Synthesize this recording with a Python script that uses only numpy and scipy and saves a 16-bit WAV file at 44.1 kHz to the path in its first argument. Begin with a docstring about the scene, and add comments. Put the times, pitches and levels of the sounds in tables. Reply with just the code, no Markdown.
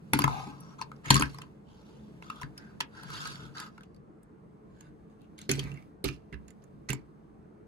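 """Toy bricks handled on a table

A model of hollow plastic bricks is set down, turned, slid and lifted on a wooden table near two small microphones.
Tiny impacts click and rattle the thin walls, the hollow body rings briefly, and knocks make the table top thump.
Slides are streams of fine slips, one with a faint whistle; shaped noise makes the hum of a quiet room.
After a pause the model lies on the other side of the microphones.
"""
import sys
import numpy as np
from scipy import signal
from scipy.fft import rfft, irfft, next_fast_len
from scipy.io import wavfile
from scipy.ndimage import uniform_filter1d

SR = 44100
rng = np.random.default_rng(int(sys.argv[2]) if len(sys.argv) > 2 else 0)


def bounce(signal):
    """Save signal as a 16-bit WAV file at the path given by the first command-line argument."""
    frames = np.transpose(np.atleast_2d(signal))
    limited = np.clip(frames, -1, 1)
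    pcm = np.round(limited * 32767).astype(np.int16)
    wavfile.write(sys.argv[1], SR, pcm)


N = 338247

# The room's noise spectrum: pitch_hz, level_db (relative)
ROOM_COLOUR = [(15, -51.5), (43, -6), (85, -8), (220, -3.5), (245, -11.5), (304, -7.5), (483, -9),
               (700, -13.5), (1090, -15.5), (2000, -29.5), (4000, -50), (7000, -51.5), (8400, -46),
               (11000, -63.5), (14000, -76), (16500, -87.5)]
# Fuzzy low hums on top of the room noise: pitch_hz, width_hz, lift_db
HUMS = [(64.6, 44, 3.5), (157, 26, 7), (201, 19, 7), (309, 55, 6), (438.2, 11, 16.5)]
# How alike the room is at left and right: pitch_hz, likeness (1 = the same)
ROOM_LIKENESS = [(60, 0.94), (240, 0.71), (950, -0.5), (3770, 0.64), (15000, 0.83)]
ROOM_DB = -53.5

# Ringing tones (modes) of the table top: pitch_hz, level_db (relative), t60_s (60 dB fall after a knock)
TABLE_MODES = [(65.4, 3.5, 0.22), (124, 0, 0.076), (138.6, 8.5, 0.11), (169.3, 1.5, 0.058),
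               (210.9, 7.5, 0.088), (263.7, -1.5, 0.22), (290.9, 2, 0.17), (346, -8.5, 0.099),
               (385.3, -8, 0.099), (482, -9.5, 0.054), (602, -14, 0.04), (750, -18, 0.079)]
# The table murmuring under the moving model: time_s, level_db
RUMBLE_LEVEL = [(0, -55.5), (.32, -41), (.47, -47.5), (.56, -51.5), (1.07, -54.5), (1.28, -48), (1.64, -60),
                (2.2, -53), (2.95, -56), (3.15, -45), (3.449, -49.5), (3.89, -66), (5.48, -60),
                (5.539, -41), (5.72, -45), (6.0, -67.5), (6.41, -59.5), (7.05, -62), (7.67, -64.5)]
# Above LOAD_DB the weight favours lower table modes
RUMBLE_HZ, LOAD_DB, SINK_HZ_PER_DB = 199, -57.5, 6.5
# Knocks on the table: start_s, level_db, centre_hz (middle of the modes the blow drives)
KNOCKS = [(0.132, -18.5, 267), (0.191, -23, 286), (0.242, -20, 145), (0.278, -35, 145), (0.47, -34, 255),
          (1.067, -33, 159), (1.105, -12.5, 170), (1.142, -19.5, 202), (1.155, -20, 122),
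          (1.197, -22, 283.6), (1.224, -27.5, 70.1), (2.435, -34, 137.2), (2.806, -44, 440),
          (3.428, -37.5, 139), (5.492, -21.5, 324), (5.515, -28.5, 133), (5.578, -32.5, 467),
          (5.639, -30, 126), (5.717, -36.5, 143.7), (6.042, -22.5, 382), (6.051, -26.5, 80.5),
          (6.09, -31.5, 164.5), (6.325, -36.5, 150.6), (6.335, -33, 65.2), (6.899, -23.5, 137),
          (6.923, -26.5, 148)]
# Lift of the upper table modes before and after the move: lift_db
HARD_LIFT = (6.5, 13.5)
# Left-right balance of the knocks before and after the move: left_minus_right_db
KNOCK_BALANCE = (5, -0.5)
# Random phase of each table mode, and half its left-right phase difference, in radians
THUMP_SCATTER_RAD, THUMP_SPREAD_RAD = 0.45, 0.18

# Modes of the thin brick walls: pitch_hz, width_hz, level_db (relative)
WALL_MODES = [(3590, 80, -8), (6500, 70, -4.5), (4000, 64, -9.5), (4970, 120, -3.5), (5230, 25, -14.5),
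              (5800, 32, -5.5), (7100, 150, 3.5), (7480, 700, -24.5), (9000, 52, -33), (10000, 130, -6),
              (11300, 85, -9.5), (12800, 56, -16)]
# Colour of knocked brick walls: pitch_hz, level_db (relative)
WALL_COLOUR = [(880, -32.5), (1500, -4.5), (2150, -3.5), (3030, -2), (4520, -8.5), (5640, -6.5),
               (6620, -12), (7850, -15), (11500, -19), (15900, -28.5), (16500, -42.5)]
# Modes of the hollow body: pitch_hz, width_hz, level_db (relative)
BODY_MODES = [(960, 230, -3), (1278, 73, 1), (1554, 62, -0.5), (2150, 100, -7.5), (2670, 180, -5)]
# Colour of sliding bricks: pitch_hz, level_db (relative)
SLIDE_COLOUR = [(1000, -35.5), (1700, -10.5), (1910, -13.5), (2510, -10), (3150, -6.5), (3540, -4.5),
                (4120, -7), (4610, -7.5), (6080, -12), (6560, -10.5), (7570, -18), (12200, -20),
                (12600, -22.5), (13500, -55), (16500, -64.5)]
# A faint thin whistle in a slide: start_s, rise_s, hold_s, fall_s, level_db, pitch_hz, width_hz
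WHISTLES = [(0.513, 0.11, 0.1, 0.06, -67, 5670, 69.4)]
# Slides and rubs: start_s, rise_s, hold_s, fall_s, hiss_db, wall_hz, body_db, body_hz
RUBS = [(0.275, 0.0028, 0.057, 0.34, -50.5, 2360, -39, 820),
        (0.201, 0.041, 0.263, 0.03, -58, 2500, -67, 1000), (0.448, 0.08, .2, 0.085, -69.5, 4480, -59, 1117),
        (0.776, 0.013, 0.043, 0.016, -61.5, 5850, -51, 1024),
        (1.03, 0.025, .05, 0.024, -50, 6420, -41, 1660), (1.295, 0.13, .01, 0.078, -69, 4470, -58, 1088),
        (1.594, 0.12, 0.16, 0.59, -68, 3117, -69, 871), (2.206, 0.031, 0.19, .06, -62, 3520, -56.5, 1226),
        (2.386, 0.036, .01, 0.1, -65.5, 4620, -60, 1132),
        (2.539, 0.043, 0.0098, 0.33, -68.5, 4500, -56.5, 1423),
        (2.864, 0.11, 0.32, 0.056, -60, 4500, -52.5, 1373), (3.0, 0.15, 0.12, 0.21, -45, 4460, -45, 1413),
        (3.279, 0.068, 0.095, 0.14, -58.5, 3510, -53.5, 1364),
        (3.525, 0.042, 0.066, 0.098, -51, 4600, -43.5, 1332),
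        (3.692, 0.037, .01, 0.4, -76, 4636, -69.5, 1243),
        (4.597, 0.22, 0.048, 0.087, -73, 6600, -65.5, 1614),
        (5.084, 0.021, 0.027, 0.027, -81, 6540, -77, 1820),
        (5.173, 0.036, 0.043, .03, -81, 6690, -74.5, 2630),
        (5.37, 0.014, 0.036, 0.11, -60.5, 3960, -64, 2680),
        (5.559, 0.028, 0.097, 0.071, -64.5, 4150, -52.5, 2127),
        (5.726, 0.024, 0.036, 0.06, -76.5, 3000, -59.5, 2090)]
# Loose bricks rattling after a knock: start_s, fall_s, hiss_db, body_db, body_hz
LOOSE_RATTLES = [(0.136, 0.1, -31.5, -31, 1290), (0.188, 0.1, -33.5, -38.5, 994),
                 (1.106, 0.26, -27.5, -38, 1680), (1.221, 0.056, -43, -26, 1644),
                 (2.812, 0.037, -70, -66, 1650), (5.491, 0.16, -29.5, -35, 2048),
                 (5.593, 0.029, -32, -35.5, 2820), (6.045, 0.12, -35.5, -33, 2450),
                 (6.33, 0.057, -72, -42.5, 1930), (6.48, 0.066, -64.5, -60.5, 2008),
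                 (6.619, .05, -68.5, -71.5, 1226), (6.887, 0.1, -38.5, -33, 2040)]
# Clicks: start_s, crack_db, wall_hz, treble_lift_db (negative dulls), ring_db, ring_hz
BRICK_CLICKS = [(0.133, -8.5, 2290, 12, -15.5, 910), (0.1889, -18.5, 11240, 6, -15.5, 1040),
                (0.2178, -21.5, 4700, 2, -26, 1420), (0.2397, -24.5, 6500, 3.5, -8, 966),
                (0.277, -47, 2400, 21, -18, 900), (0.604, -42, 9900, 47, -63, 918),
                (0.813, -27, 4480, -5, -30, 916), (0.8216, -32, 4290, -12, -37, 990),
                (0.962, -57.5, 4900, -4.5, -64, 1200), (0.9153, -94, 2820, 0.5, -37, 1310),
                (1.057, -38, 6400, -1, -33, 1680), (1.1038, -2.5, 4310, 7, -12.5, 960),
                (1.106, -7, 7080, -6, -13, 1930), (1.1419, -11, 7200, 2.5, -17, 4240),
                (1.154, -22, 3990, 8.5, -12, 1130), (1.1641, -15, 4440, 3, -19.5, 1150),
                (1.1755, -23, 4600, 2.5, -29, 1900), (1.196, -21, 6500, 10, -26.5, 1050),
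                (1.2084, -22.5, 4660, 8, -23.5, 1110), (1.2202, -26.5, 10510, 7, -23, 2500),
                (1.2217, -19.5, 2600, -5, -15, 1527), (1.233, -31, 2300, -10, -24, 1727),
                (1.344, -43, 4270, 19, -36, 1210), (1.3847, -37, 5000, 3, -36.5, 970),
                (1.4165, -34.5, 2758, 6.5, -42, 1190), (2.223, -59.5, 3535, -5, -37, 1423),
                (2.2994, -36.5, 2760, 3, -28, 1254), (2.3569, -46, 3370, 7, -49, 964),
                (2.4131, -37.5, 5500, 13, -33, 1040), (2.4189, -47, 6700, 17, -32, 1030),
                (2.43, -40, 4220, -1, -31.5, 1757), (2.577, -31.5, 5060, 13, -59, 1613),
                (2.804, -21, 4150, -1, -23, 1233), (2.8068, -18.5, 3245, -9.5, -21.5, 1682),
                (3.032, -39.5, 4280, 19.5, -43.5, 915), (3.355, -37, 3620, -11, -60, 1400),
                (3.1016, -44, 4200, 17, -33, 1530), (3.2535, -30, 4460, -16, -35, 1430),
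                (3.272, -29, 4120, 10.5, -53, 1220), (3.5807, -32.5, 3830, -5, -49.5, 1300),
                (3.5998, -28, 4890, 11, -49, 1415), (3.778, -58.5, 4440, -5.5, -39, 1452),
                (3.807, -60.5, 2900, -1, -44.5, 1310), (3.833, -46, 2726, 4, -63, 1287),
                (3.9443, -55, 4590, 12, -60.5, 1193), (3.962, -57.5, 4500, 8.5, -64.5, 1204),
                (4.2296, -55, 8460, 23, -81, 693), (4.8074, -43.5, 6500, 6, -55.5, 1096),
                (5.216, -58, 4110, 16, -69.5, 2610), (5.3792, -45.5, 6430, -4, -70, 693),
                (5.388, -42.5, 8770, 11, -36, 2730), (5.414, -39.5, 6550, 2, -45, 3960),
                (5.492, -29, 6560, 18, -27.5, 2400), (5.5131, -13.5, 6620, 12, -22, 2400),
                (5.577, -52, 4320, -2, -45, 2070), (5.5918, -33, 6300, 17, -24, 3180),
                (5.6308, -40, 3940, 0, -44, 2000), (5.638, -42, 6600, 2, -42, 2190),
                (5.7153, -55, 6500, -14, -39, 2570), (5.74, -54.5, 6900, -0.5, -60.5, 2000),
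                (5.773, -58.5, 4770, -10, -47, 2200), (5.823, -66.5, 6500, 0.5, -50.5, 2100),
                (6.0414, -23, 4170, 28, -29.5, 2480), (6.086, -33, 4170, 1, -26.5, 2310),
                (6.3256, -56, 3670, -1.5, -39, 2130), (6.34, -45.5, 2790, -33, -45.5, 1484),
                (6.48, -47.5, 6930, 16.5, -59, 2115), (6.5042, -47.5, 7250, 13.5, -54, 2020),
                (6.6387, -55.5, 6700, 19, -58, 1475), (6.8918, -30, 6280, 21.5, -35.5, 2223),
                (6.9017, -23, 2620, 15, -38, 2140), (6.9299, -27, 7360, 20, -29, 2135),
                (6.947, -49, 6940, -8, -62, 2060)]
ENDS_DB, SLIDE_CURVE = -37.5, 1.47  # level where a rise starts or a fall ends; power of the swell
RATTLE_RISE_S, RATTLE_CURVE, RATTLE_WALL_HZ = 0.002, 0.81, 4360
SLIDE_ROUGH, RATTLE_ROUGH = 0.8, 1.05  # how uneven the slips are
RING_WIDTH = 0.1  # width of the hollow ring as a share of its pitch

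MOVED_S = 4.4  # the model is on the other side from here on
# Two lists, before and after the move: pitch_hz, left_lead_rad
LEFT_LEAD = ([(0, 0), (1890, 2.8), (2670, 1.9), (7060, 13.1), (8700, 22.4), (9820, 19.9), (14400, 14.9),
              (15200, 12.6), (16400, 13.0)], [(0, 0), (3010, -8.8), (4310, -6.4), (7410, -15.6),
              (9300, -12.3), (9820, -13.1), (16400, -12.3)])
# Two lists, before and after the move: pitch_hz, left_minus_right_db
PORT_BALANCE = ([(60, 0), (150, 0), (380, -3.5), (950, 7.5), (2380, -6), (5980, 0.5), (15000, -3.5)],
                 [(60, -8), (150, -4.5), (380, -5), (950, -9), (2380, 4), (5980, -5), (15000, -1)])
# Balance of the brick sounds as the place changes: time_s, left_minus_right_db
PLACE_BALANCE = [(0, 1), (4.4, -0.5), (5.5, -1), (6.1, -8.5), (6.9, -9)]
# Share of the left-right wander and balance in each band: pitch_hz, share
STEREO_SHARE = [(300, 0.23), (2000, 0.91), (8500, 1), (10500, 0.049)]
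SPREAD_RAD = 0.82  # typical phase wander at each port where the share is 1
EDGE_HZ = 16500  # upper band limit


def amp(db):
    """Turn decibels into a gain."""
    return 10 ** (np.asarray(db) / 20)


def evened(x):
    """Scale to an average (RMS) level of 1."""
    return x / np.sqrt(np.mean(x ** 2) + 1e-20)


def peaked(x):
    """Scale to a tallest peak of 1."""
    return x / (abs(x).max() + 1e-20)


def read(points, hz):
    """Read a curve between its points, on a logarithmic pitch scale."""
    f, value = np.transpose(points)
    return np.interp(np.log(hz + 1), np.log(f + 1), value)


def add(mix, s, sound):
    """Add a sound to the mix at s seconds, cutting what runs past the end."""
    part = mix[:, round(s * SR):][:, :sound.shape[1]]
    part += sound[:, :part.shape[1]]


def patchwork(shape, bins, frames):
    """Smooth random patches over pitch and time."""
    smooth = uniform_filter1d(rng.standard_normal(shape), bins, 0)
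    return evened(uniform_filter1d(smooth, frames, 1))


def resonate(x, hz, width):
    """One complex pole: a resonance of gain 1 that rings longer when narrower."""
    r = np.exp(-np.pi * abs(width) / SR)
    return 2 * signal.lfilter([1 - r], [1, -r * np.exp(2j * np.pi * hz / SR)], x + 1e-18).real


def through(modes, x, spread_db):
    """Sum of the modes; each point of contact drives them in other shares."""
    shares = amp(spread_db * rng.standard_normal(len(modes))) * rng.choice([-1, 1], len(modes))
    return sum(g * amp(db) * resonate(x, hz, width) for g, (hz, width, db) in zip(shares, modes))


def causal(points):
    """Filter taps for a spectrum, with the energy as early as possible (minimum phase)."""
    log_gain = np.log(amp(read(points, abs(np.fft.fftfreq(4096, 1 / SR)))))
    return np.fft.ifft(np.exp(np.conj(signal.hilbert(log_gain)))).real[:512]


def swell(longest_s, rise_s, hold_s, fall_s, curve):
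    """Level in dB that climbs to zero, holds and sinks again."""
    t = np.arange(round(longest_s * SR)) / SR - rise_s
    before = np.maximum(-t, 0) / max(rise_s, .001)
    after = np.maximum(t - hold_s, 0) / max(fall_s, .001)
    return np.maximum(ENDS_DB * (before + after) ** curve, -100)


def room():
    """Dull steady noise with a few fuzzy low hums, partly alike at left and right."""
    frames, hz = N // 512 + 5, np.fft.rfftfreq(2048, 1 / SR)
    a, b, c, d = rng.standard_normal((4, 1025, frames))
    same = np.clip(read(ROOM_LIKENESS, hz), -1, 1)[:, None]
    left = a + 1j * b
    right = same * left + np.sqrt(1 - same ** 2) * (c + 1j * d)
    hums = 1 + sum(amp(db) / (1 + (2 * (hz - f) / width) ** 2) for f, width, db in HUMS)
    colour_db = read(ROOM_COLOUR, hz)[:, None] + 1.9 * patchwork(a.shape, 8, 6)
    z = np.array([left, right]) * hums[:, None] * amp(colour_db)
    noise = signal.istft(z, nperseg=2048, noverlap=1536)[1][:, :N]
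    return amp(ROOM_DB) * evened(noise)


def echoes(x):
    """Room reflections: sparse taps of random sign; the treble dies first."""
    taps = np.zeros((2, SR // 2))
    at = np.arange(60, SR // 2 - 20, 20)
    at = at + rng.integers(0, 20, (2, len(at)))
    np.put_along_axis(taps, at, rng.choice([-1., 1.], at.shape), 1)
    hz, t, z = signal.stft(taps, SR, nperseg=256)
    t60 = read([(150, 0.28), (1500, 0.16), (10000, 0.058)], hz)[:, None]  # seconds at each pitch
    tail = signal.istft(z * amp(-60 * t / t60), SR, nperseg=256)[1]
    return signal.fftconvolve(x, tail / np.linalg.norm(tail[0]), axes=1)[:, :N]


def rumble():
    """Dragging keeps the table modes near a centre murmuring, not quite alike at the two ports."""
    level_db = np.interp(np.arange(N) / SR, *np.transpose(RUMBLE_LEVEL))
    load_db = np.maximum(level_db - LOAD_DB, 0)
    centre_hz = np.maximum(RUMBLE_HZ - SINK_HZ_PER_DB * load_db, 100)
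    pushes = rng.standard_normal(N) + 0.6 * rng.standard_normal((2, N))  # shared push + one for each port
    out, power = np.zeros((2, N)), 0
    for hz, db, t60 in TABLE_MODES:
        share = amp(db - 22.0 * abs(np.log2(hz / centre_hz)))
        out += share * evened(np.array([resonate(push, hz, 0.52 / t60) for push in pushes]))
        power += share ** 2
    return amp(level_db) * out / np.sqrt(power)


def thump(level_db, centre_hz, hard_db, side_db):
    """A knock with a rise of a few ms rings the table modes near its centre most."""
    t = np.arange(round(.4 * SR)) / SR
    hz, db, t60 = np.transpose(TABLE_MODES)[..., None]
    db = db - 7.7 * abs(np.log2(hz / centre_hz)) + hard_db * (hz > 330)  # a hard blow wakes the upper modes
    start, lead = rng.standard_normal((2, 1, *hz.shape))
    half = np.reshape([1, -1], (2, 1, 1))  # left, right
    # nearly equal phases make the blow one push; the two ports are a little out of step
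    phase = THUMP_SCATTER_RAD * start + THUMP_SPREAD_RAD * half * lead
    modes = amp(db - 60 * t / t60) * np.sin(2 * np.pi * hz * t + phase)
    knock = peaked(modes.sum(1) * (1 - np.exp(-t / 0.0027)))
    return amp(level_db + side_db / 2 * half[:, 0]) * knock


def whistle(rise_s, hold_s, fall_s, db, hz, width):
    """A narrow band of noise swells and fades."""
    level_db = swell(.8, rise_s, hold_s, fall_s, SLIDE_CURVE)
    tone = evened(resonate(rng.standard_normal(len(level_db)), hz, width))
    return (amp(db + level_db) * tone)[None]


def shifting(x, patchy_db, size):
    """The points of contact wander: patches of the spectrum swell and fade."""
    z = signal.stft(x, nperseg=256, noverlap=192)[2]
    z = z * amp(patchy_db * patchwork(z.shape, 3, size))
    return signal.istft(z, nperseg=256, noverlap=192)[1][:len(x)]


def stroke(level_db, hiss_db, wall_hz, body_db, body_hz, colour, rough, size):
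    """Dense fine slips drive the thin walls (hiss) and the hollow body."""
    t = np.arange(len(level_db)) / SR
    grip_db = rough * 2.6 * evened(uniform_filter1d(rng.standard_normal(len(t)), 200))
    bursts_db = rough * 3.0 * rng.exponential(1, (2, len(t))).clip(0, 5)
    slips = rng.standard_normal((2, len(t))) * amp(grip_db + bursts_db)
    hiss = signal.oaconvolve(slips[0], causal(colour))[:len(t)]
    hiss = hiss + amp(-6.5) * sum(amp(db) * resonate(hiss, hz, width) for hz, width, db in WALL_MODES)
    hiss = evened(hiss) + amp(-5.5) * evened(resonate(slips[0], wall_hz, 410))
    width = 300 * (body_hz / 1400) ** 2  # small cavities sound higher and ring less
    body = evened(resonate(resonate(slips[1], body_hz, width), body_hz, 2 * width))
    body = body + amp(-2.0) * evened(through(BODY_MODES, resonate(slips[1], body_hz, 900), 0))
    sound = amp(hiss_db) * evened(shifting(hiss, 2.3, size))
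    sound = sound + amp(body_db) * evened(shifting(body, 2.3 - 1.5, size))
    return (sound * amp(level_db) * signal.windows.tukey(len(t), .02))[None]


def slide(rise_s, hold_s, fall_s, *contact):
    """Bricks rub along: a stroke that swells, holds and sinks."""
    level_db = swell(.8, rise_s, hold_s, fall_s, SLIDE_CURVE)
    return stroke(level_db, *contact, SLIDE_COLOUR, SLIDE_ROUGH, size=50)


def rattle(fall_s, hiss_db, *body):
    """Loose bricks shake after a knock: a rougher stroke that starts fast and dies away."""
    level_db = swell(.3, RATTLE_RISE_S, 0, fall_s, RATTLE_CURVE)
    return stroke(level_db, hiss_db, RATTLE_WALL_HZ, *body, WALL_COLOUR, RATTLE_ROUGH, size=12)


def click(crack_db, wall_hz, sharp_db, ring_db, ring_hz):
    """A few ms of tiny impacts crack the thin walls and ring the hollow body."""
    t = np.arange(round(.15 * SR)) / SR
    grains = rng.standard_normal((2, len(t))) * amp(1.5 * rng.exponential(1, (2, len(t))).clip(0, 4))
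    # row 0 drives the walls, row 1 the body; a weak tail follows
    contact = np.exp(-((t - [[0], [.002]]) / [[.004], [.0016]]) ** 2) + amp(-26) * np.exp(-t / .012)
    chatter = grains * (1 - np.exp(-t / .0013)) * contact
    walls = signal.oaconvolve(chatter[0], causal(WALL_COLOUR))[:len(t)]
    walls = walls + amp(2.0) * through(WALL_MODES, walls, 1.5)
    # a sharp contact lifts the treble
    walls = signal.oaconvolve(walls, causal([(6000, 0.0047), (9000, sharp_db)]))[:len(t)]
    crack = peaked(walls) + amp(1.5) * peaked(resonate(chatter[0], wall_hz, 320))
    ring = peaked(resonate(chatter[1], ring_hz, RING_WIDTH * ring_hz))
    push = resonate(resonate(chatter[1], ring_hz, 1500), ring_hz, 1500)
    body_share = amp(-4.0) * min(1, (2200 / ring_hz) ** 3)  # high rings carry less of the body modes
    ring = ring + body_share * peaked(through(BODY_MODES, push, 1.4))
    return (amp(crack_db) * peaked(crack) + amp(ring_db) * ring)[None]


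def placed(x):
    """Contacts lie all over the model: their left-right lag wanders, their balance follows its place."""
    hz, t, z = signal.stft(x, SR, nperseg=256, noverlap=192)
    share = read(STEREO_SHARE, hz)[:, None]
    balance_db = share * np.interp(t, *np.transpose(PLACE_BALANCE))
    half = amp(balance_db / 2) * np.exp(1j * SPREAD_RAD * share * patchwork(z.shape, 5, 12))
    return signal.istft([z * half, z / half], nperseg=256, noverlap=192)[1][:, :N]


def ports(x):
    """The two microphone ports hear each place of the model with their own lag and balance."""
    size = next_fast_len(N + 4096)
    hz, before = np.fft.rfftfreq(size, 1 / SR), np.arange(N) < MOVED_S * SR
    out = np.zeros((2, N))
    for part, lead, sides in zip((before, ~before), LEFT_LEAD, PORT_BALANCE):
        half = amp(read(sides, hz) / 2) * np.exp(.5j * np.interp(hz, *np.transpose(lead)))
        out += irfft(rfft(x * part, size) * [half, 1 / half], size)[:, :N]
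    return out


def scene():
    """Put the table and brick sounds in time and place, then add echoes and the room."""
    bricks, table = np.zeros((1, N)), rumble()  # bricks in one channel, table in two
    for s, *blow in KNOCKS:
        place = int(s > MOVED_S)
        add(table, s, thump(*blow, HARD_LIFT[place], KNOCK_BALANCE[place]))
    for events, source in ((WHISTLES, whistle), (RUBS, slide), (LOOSE_RATTLES, rattle), (BRICK_CLICKS, click)):
        for s, *settings in events:
            add(bricks, s, source(*settings))
    model = placed(bricks[0]) + table
    return ports(model) + amp(-10) * echoes(model) + room()


def record(dry):
    """Small microphones lose deep bass; the top treble falls away above about 12.5 kHz; the input rounds off
    tall peaks; then the band limit."""
    thin = signal.sosfilt(signal.butter(2, 45, "high", fs=SR, output="sos"), dry)
    dull = signal.oaconvolve(thin, causal([(12400, -0.5), (13300, -7.5)])[None])[:, :N]
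    rounded = 1.2 * np.tanh(dull / 1.2)
    band_limit = signal.firwin(511, EDGE_HZ, window=("kaiser", 9), fs=SR)
    return signal.oaconvolve(rounded, band_limit[None], "same")


dry = scene()
out = record(dry)
bounce(out)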